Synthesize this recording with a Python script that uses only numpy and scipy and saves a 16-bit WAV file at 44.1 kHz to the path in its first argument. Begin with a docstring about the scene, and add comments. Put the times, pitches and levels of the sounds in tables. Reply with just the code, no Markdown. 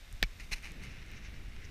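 """Something hard knocks on the plastic case of a body-worn camera on a snowy trail.
The case rings briefly with a dull thud, and its mount rattles. Then gear scuffs against the case, once
loudly, with a creak and a squeak; the knock and that scuff both jolt the microphone.
All along, snow hisses under a sliding board and light wind rumbles; a few crisp ticks fall in between."""
import sys
import numpy as np
from scipy import signal
from scipy.fft import rfft, irfft, next_fast_len
from scipy.io import wavfile

SR = 44100
rng = np.random.default_rng(int(sys.argv[2]) if len(sys.argv) > 2 else 0)


def bounce(signal):
    """Save signal as a 16-bit WAV file at the path given by the first command-line argument."""
    frames = np.transpose(np.atleast_2d(signal))
    limited = np.clip(frames, -1, 1)
    pcm = np.round(limited * 32767).astype(np.int16)
    wavfile.write(sys.argv[1], SR, pcm)


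N = 74970
T = np.arange(N) / SR


def from_db(db):
    """Turn decibels into a number to multiply a sound by."""
    return 10 ** (np.asarray(db) / 20)


def normalise(x):
    """Scale a signal so that its average strength (rms) is 1."""
    return x / np.sqrt(np.mean(x ** 2))


def colour(x, points):
    """Make some pitches louder and others softer, following (f/Hz, level/dB) points."""
    hz, db = np.array(points, float).T
    size = 2 * next_fast_len(N)
    freqs = np.arange(size // 2 + 1) * SR / size
    gain = normalise(from_db(np.interp(np.log(freqs + 1), np.log(hz), db)))
    # build the filter so that it rings after a click, never before it
    cepstrum = irfft(np.log(gain))
    cepstrum[1:size // 2] *= 2
    cepstrum[size // 2 + 1:] = 0
    return irfft(rfft(x, size) * np.exp(rfft(cepstrum)))[:N]


def noise(points):
    """Steady noise with the given tone colour."""
    return normalise(colour(rng.standard_normal(N), points))


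def fade(start, decay):
    """A level that jumps up at the start time, then dies away."""
    return (T >= start) * np.exp(-np.maximum(T - start, 0) / decay)


def ring(start, hz, swell):
    """A vibration that grows for swell seconds, then dies away."""
    age = np.maximum(T - start, 0)
    return np.sin(2 * np.pi * hz * age) * (age / swell * np.exp(1 - age / swell)) ** 2


def grains(per_second=5000, spread_db=5.5):
    """Rubbing is a crowd of tiny slips, each a click of random size."""
    clicks = (rng.random(N) < per_second / SR) * rng.choice([-1, 1], N)
    return normalise(clicks * from_db(spread_db * rng.standard_normal(N)))


# pitches the case boosts: f/Hz, width/Hz, gain
CASE_RESONANCES = [(2100, 18, 0.64), (2370, 15, 0.39), (2931, 35, 0.96), (4210, 86, 0.53), (5470, 46, 0.8),
                   (6260, 260, 0.48)]
def through_case(x):
    """The plastic case adds its own ringing to a sound passing through it."""
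    return x + sum(gain * signal.lfilter(*signal.iirpeak(hz, hz / width, fs=SR), x)
                   for hz, width, gain in CASE_RESONANCES)


# wind strength: t/s, rumble level/dB, flutter level/dB
GUSTS = [(0, -50.5, -68.5), (0.1, -51.5, -65.5), (0.14, -43.5, -64), (0.19, -48, -67), (0.37, -50.5, -66),
         (0.5, -46.5, -58), (0.62, -49.5, -63), (0.76, -45, -52), (0.95, -44.5, -55), (1.06, -47, -61.5),
         (1.14, -47.5, -54), (1.24, -45.5, -59.5), (1.35, -42, -55), (1.5, -45, -60), (1.7, -43, -55.5)]
# tone colour of the rumble: f/Hz, level/dB
RUMBLE_COLOUR = [(10, -5.5), (27, -1.5), (50, -6), (100, -13), (300, -62)]
# tone colour of the flutter: f/Hz, level/dB
FLUTTER_COLOUR = [(50, -19.5), (105, -2), (175, -2), (400, -14), (2000, -45.5)]
# tone colour of the air's hiss: f/Hz, level/dB
AIR_COLOUR = [(200, 1), (600, -0.5), (1000, -2), (2200, 2), (3200, -2), (3700, -3), (8500, -14.5),
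              (13500, -20.5), (15500, -27)]
def wind(air_db=-60.5):
    """Wind buffets the case: a deep rumble and a lighter flutter over a steady hiss of air."""
    time, rumble_db, flutter_db = np.array(GUSTS).T
    rumble = from_db(np.interp(T, time, rumble_db)) * noise(RUMBLE_COLOUR)
    flutter = from_db(np.interp(T, time, flutter_db)) * noise(FLUTTER_COLOUR)
    return rumble + flutter + from_db(air_db) * noise(AIR_COLOUR)


# loudness of the sliding: t/s, level/dB
SLIDE_LEVELS = [(0, -68.5), (0.33, -63.5), (0.6, -67), (0.72, -58.5), (0.83, -56), (1.02, -56),
                (1.075, -58), (1.105, -54), (1.18, -55), (1.21, -60.5), (1.255, -53), (1.3, -58),
                (1.44, -63), (1.6, -59.5), (1.65, -56.5), (1.7, -61)]
# tone colour of the snow: f/Hz, level/dB
SNOW_COLOUR = [(400, -19), (1000, -17.5), (1500, -4.5), (2100, 1), (2800, -2), (3270, -15), (3750, -7),
               (4500, -19), (5700, -13.5), (7800, -33), (15000, -43)]
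def board_slide():
    """Snow grains hiss under the board as its pressure changes."""
    time, db = np.array(SLIDE_LEVELS).T
    hiss = normalise(through_case(colour(grains(), SNOW_COLOUR)))
    return from_db(np.interp(T, time, db)) * hiss


# tone colour of the thin hiss: f/Hz, level/dB
THIN_COLOUR = [(3100, -8), (3650, 12), (4200, -4), (5000, 4.5), (7700, -3), (9100, -2), (11200, -17),
               (11850, 5), (12400, -10)]
def thin_hiss(level_db=-66.5, half_faded_s=0.69):
    """A faint high hiss holds steady, then fades out over a tenth of a second."""
    fade_out = np.clip((half_faded_s - T) * 10 + .5, 0, 1)
    return from_db(level_db) * noise(THIN_COLOUR) * fade_out


# crisp ticks: t/s, level/dB
TICKS = [(0.1272, -39), (0.6262, -43), (0.7192, -37.5), (1.0625, -45), (1.1162, -42)]
# their tone colour: f/Hz, level/dB
TICK_COLOUR = [(2000, -18), (8500, 0), (15000, -9)]
def ticks(decay_s=.00015):
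    """Tiny bursts of noise make bright clicks, like ice crumbs on the case."""
    bursts = sum(from_db(db) * fade(start, decay_s) for start, db in TICKS)
    return colour(bursts * rng.choice([-1, 1], N), TICK_COLOUR)


# jolts of the microphone: t/s, level/dB, f/Hz, swell/s
JOLTS = [(0.218, -26, 33.5, 0.019), (0.515, -32.5, 29, 0.022)]
def jolts():
    """Each blow sways the microphone for a cycle or two."""
    return sum(from_db(db) * ring(start, hz, swell) for start, db, hz, swell in JOLTS)


# low, dull thuds: t/s, level/dB, f/Hz
THUDS = [(0.2245, -32, 215), (0.2335, -33.5, 146), (0.516, -46, 165), (0.875, -42, 125)]
def thuds(swell_cycles=.65):
    """The knock, the loud scuff and one buffet of wind make low, dull notes that stop quickly."""
    return sum(from_db(db) * ring(start, hz, swell_cycles / hz) for start, db, hz in THUDS)


# rattles of the mount: t/s, level/dB, decay/s
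RATTLES = [(0.2267, -32, .007), (0.2353, -34, .002), (0.2372, -29.5, .0009), (0.3987, -42, .0015),
           (0.5164, -38, .003)]
# their tone colour: f/Hz, level/dB
RATTLE_COLOUR = [(150, -3), (400, -5), (900, -13), (1300, -5), (1650, -12), (2200, 2), (2500, -1),
                 (3300, -9), (4200, -8), (6200, -17), (8000, -27), (15500, -35)]
def mount_rattle():
    """The loose mount chatters in short bursts of noise."""
    bursts = sum(from_db(db) * fade(start, decay) for start, db, decay in RATTLES)
    return through_case(colour(bursts * rng.choice([-1, 1], N), RATTLE_COLOUR))


# short notes of the struck case: f/Hz, level/dB, delay/ms, swell/ms
CASE_NOTES = [(624, -25, 0.01, 0.65), (1800, -17, 1.22, 1.04), (2450, -32, 0.54, 1.9),
              (3480, -11, 0.313, 0.24), (4310, -24, 0.5, 0.8), (5900, -28.5, 0.878, 0.44),
              (8300, -27.5, 0.14, 0.15), (12600, -26.5, 0.175, 0.22)]
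# softer bounces after the knock: t/s, level/dB
BOUNCES = [(0.2342, -28.5), (0.2415, -40)]
def knock(start_s=0.2274, bounce_hz=2322, bounce_swell_s=0.0024):
    """A hard blow rings many notes of the case at once; two bounces then ring just one."""
    crack = sum(from_db(db) * ring(start_s + delay_ms / 1000, hz, swell_ms / 1000)
                for hz, db, delay_ms, swell_ms in CASE_NOTES)
    bounces = sum(from_db(db) * ring(start, bounce_hz, bounce_swell_s) for start, db in BOUNCES)
    return crack + bounces


# rubs on the case: t/s, level/dB, rise/s, hold/s, decay/s, treble boost/dB
SCUFFS = [(0.397, -46.5, 0.00088, 0.012, 0.012, -3.5), (0.431, -73.5, 0.0037, 0.013, 0.011, 20.5),
          (0.513, -39.5, 0.011, 0.013, 0.0065, 5.5), (0.553, -51.5, 0.0054, 0.018, 0.013, 0),
          (0.62, -49, 0.015, 0.037, 0.035, -3), (0.819, -52, 0.0082, 0.01, 0.038, 0.5)]
# tone colour of the scuffs and the creak: f/Hz, level/dB
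RUB_COLOUR = [(120, -4.5), (520, -23), (830, -7.5), (1100, -13), (1600, -5.5), (1850, -2.5), (2080, 2.5),
              (2500, 3.5), (2950, -4), (3300, -15.5), (4100, -8), (5000, -10.5), (6300, -10.5), (7700, -21),
              (9000, -15.5), (13000, -27), (15500, -28)]
def scuffs(treble_from_hz=3370):
    """Gear rubs the case: bursts of tiny slips swell, hold and die away."""
    slips = grains()
    dull = signal.sosfilt(signal.butter(1, treble_from_hz, fs=SR, output="sos"), slips)
    treble = slips - dull
    rubs = 0
    for start, db, rise, hold, decay, treble_db in SCUFFS:
        fade_in = np.clip((T - start) / rise, 0, 1)
        fade_out = np.exp(-np.maximum(T - start - rise - hold, 0) / decay)
        rubs += from_db(db) * fade_in * fade_out * (dull + from_db(treble_db) * treble)
    return through_case(colour(rubs, RUB_COLOUR))


def creak(start_s=0.5122, length_s=.036, level_db=-33, slips_per_s=243, decay_s=0.0007):
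    """In the loudest scuff, gear sticks and slips at an even rate; the middle slips are strongest."""
    delays = np.arange(0, length_s, 1 / slips_per_s)
    sizes = np.sin(np.pi * (np.arange(len(delays)) + 1) / (len(delays) + 1))
    slips = sum(size * fade(start_s + delay, decay_s) for delay, size in zip(delays, sizes))
    return from_db(level_db) * through_case(colour(slips * rng.choice([-1, 1], N), RUB_COLOUR))


def squeak(start_s=0.5306, level_db=-32, swell_s=0.0023):
    """At the height of the loudest scuff, very fast sticking and slipping makes a brief high note."""
    return from_db(level_db) * ring(start_s, hz=4090, swell=swell_s)


# scrapes of the board's edge: t/s of the peak, level/dB, half length/s
EDGE_SCRAPES = [(0.917, -60.5, 0.0054), (1.17, -61.5, 0.012), (1.255, -62, 0.016), (1.357, -69, 0.011),
                (1.652, -58, 0.0066)]
# their tone colour: f/Hz, level/dB
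EDGE_COLOUR = [(3500, -19), (5600, 4), (6400, 0), (7600, -17), (14000, -37)]
def edge_scrapes():
    """Thin hisses swell and fade as the board's edge bites the snow."""
    swells = sum(from_db(db) * np.exp(-.5 * ((T - peak) / half_length) ** 2)
                 for peak, db, half_length in EDGE_SCRAPES)
    return swells * noise(EDGE_COLOUR)


def scene():
    """All the sounds add up at one microphone."""
    bumps = knock() + thuds() + mount_rattle() + jolts()
    rubbing = scuffs() + creak() + squeak()
    trail = board_slide() + edge_scrapes() + wind() + thin_hiss() + ticks()
    return (bumps + rubbing + trail)[None]


def record(dry, top_hz=15000):
    """The camera cuts off the very highest pitches."""
    return signal.sosfilt(signal.ellip(8, .2, 70, top_hz, fs=SR, output="sos"), dry)


dry = scene()
out = record(dry)
bounce(out)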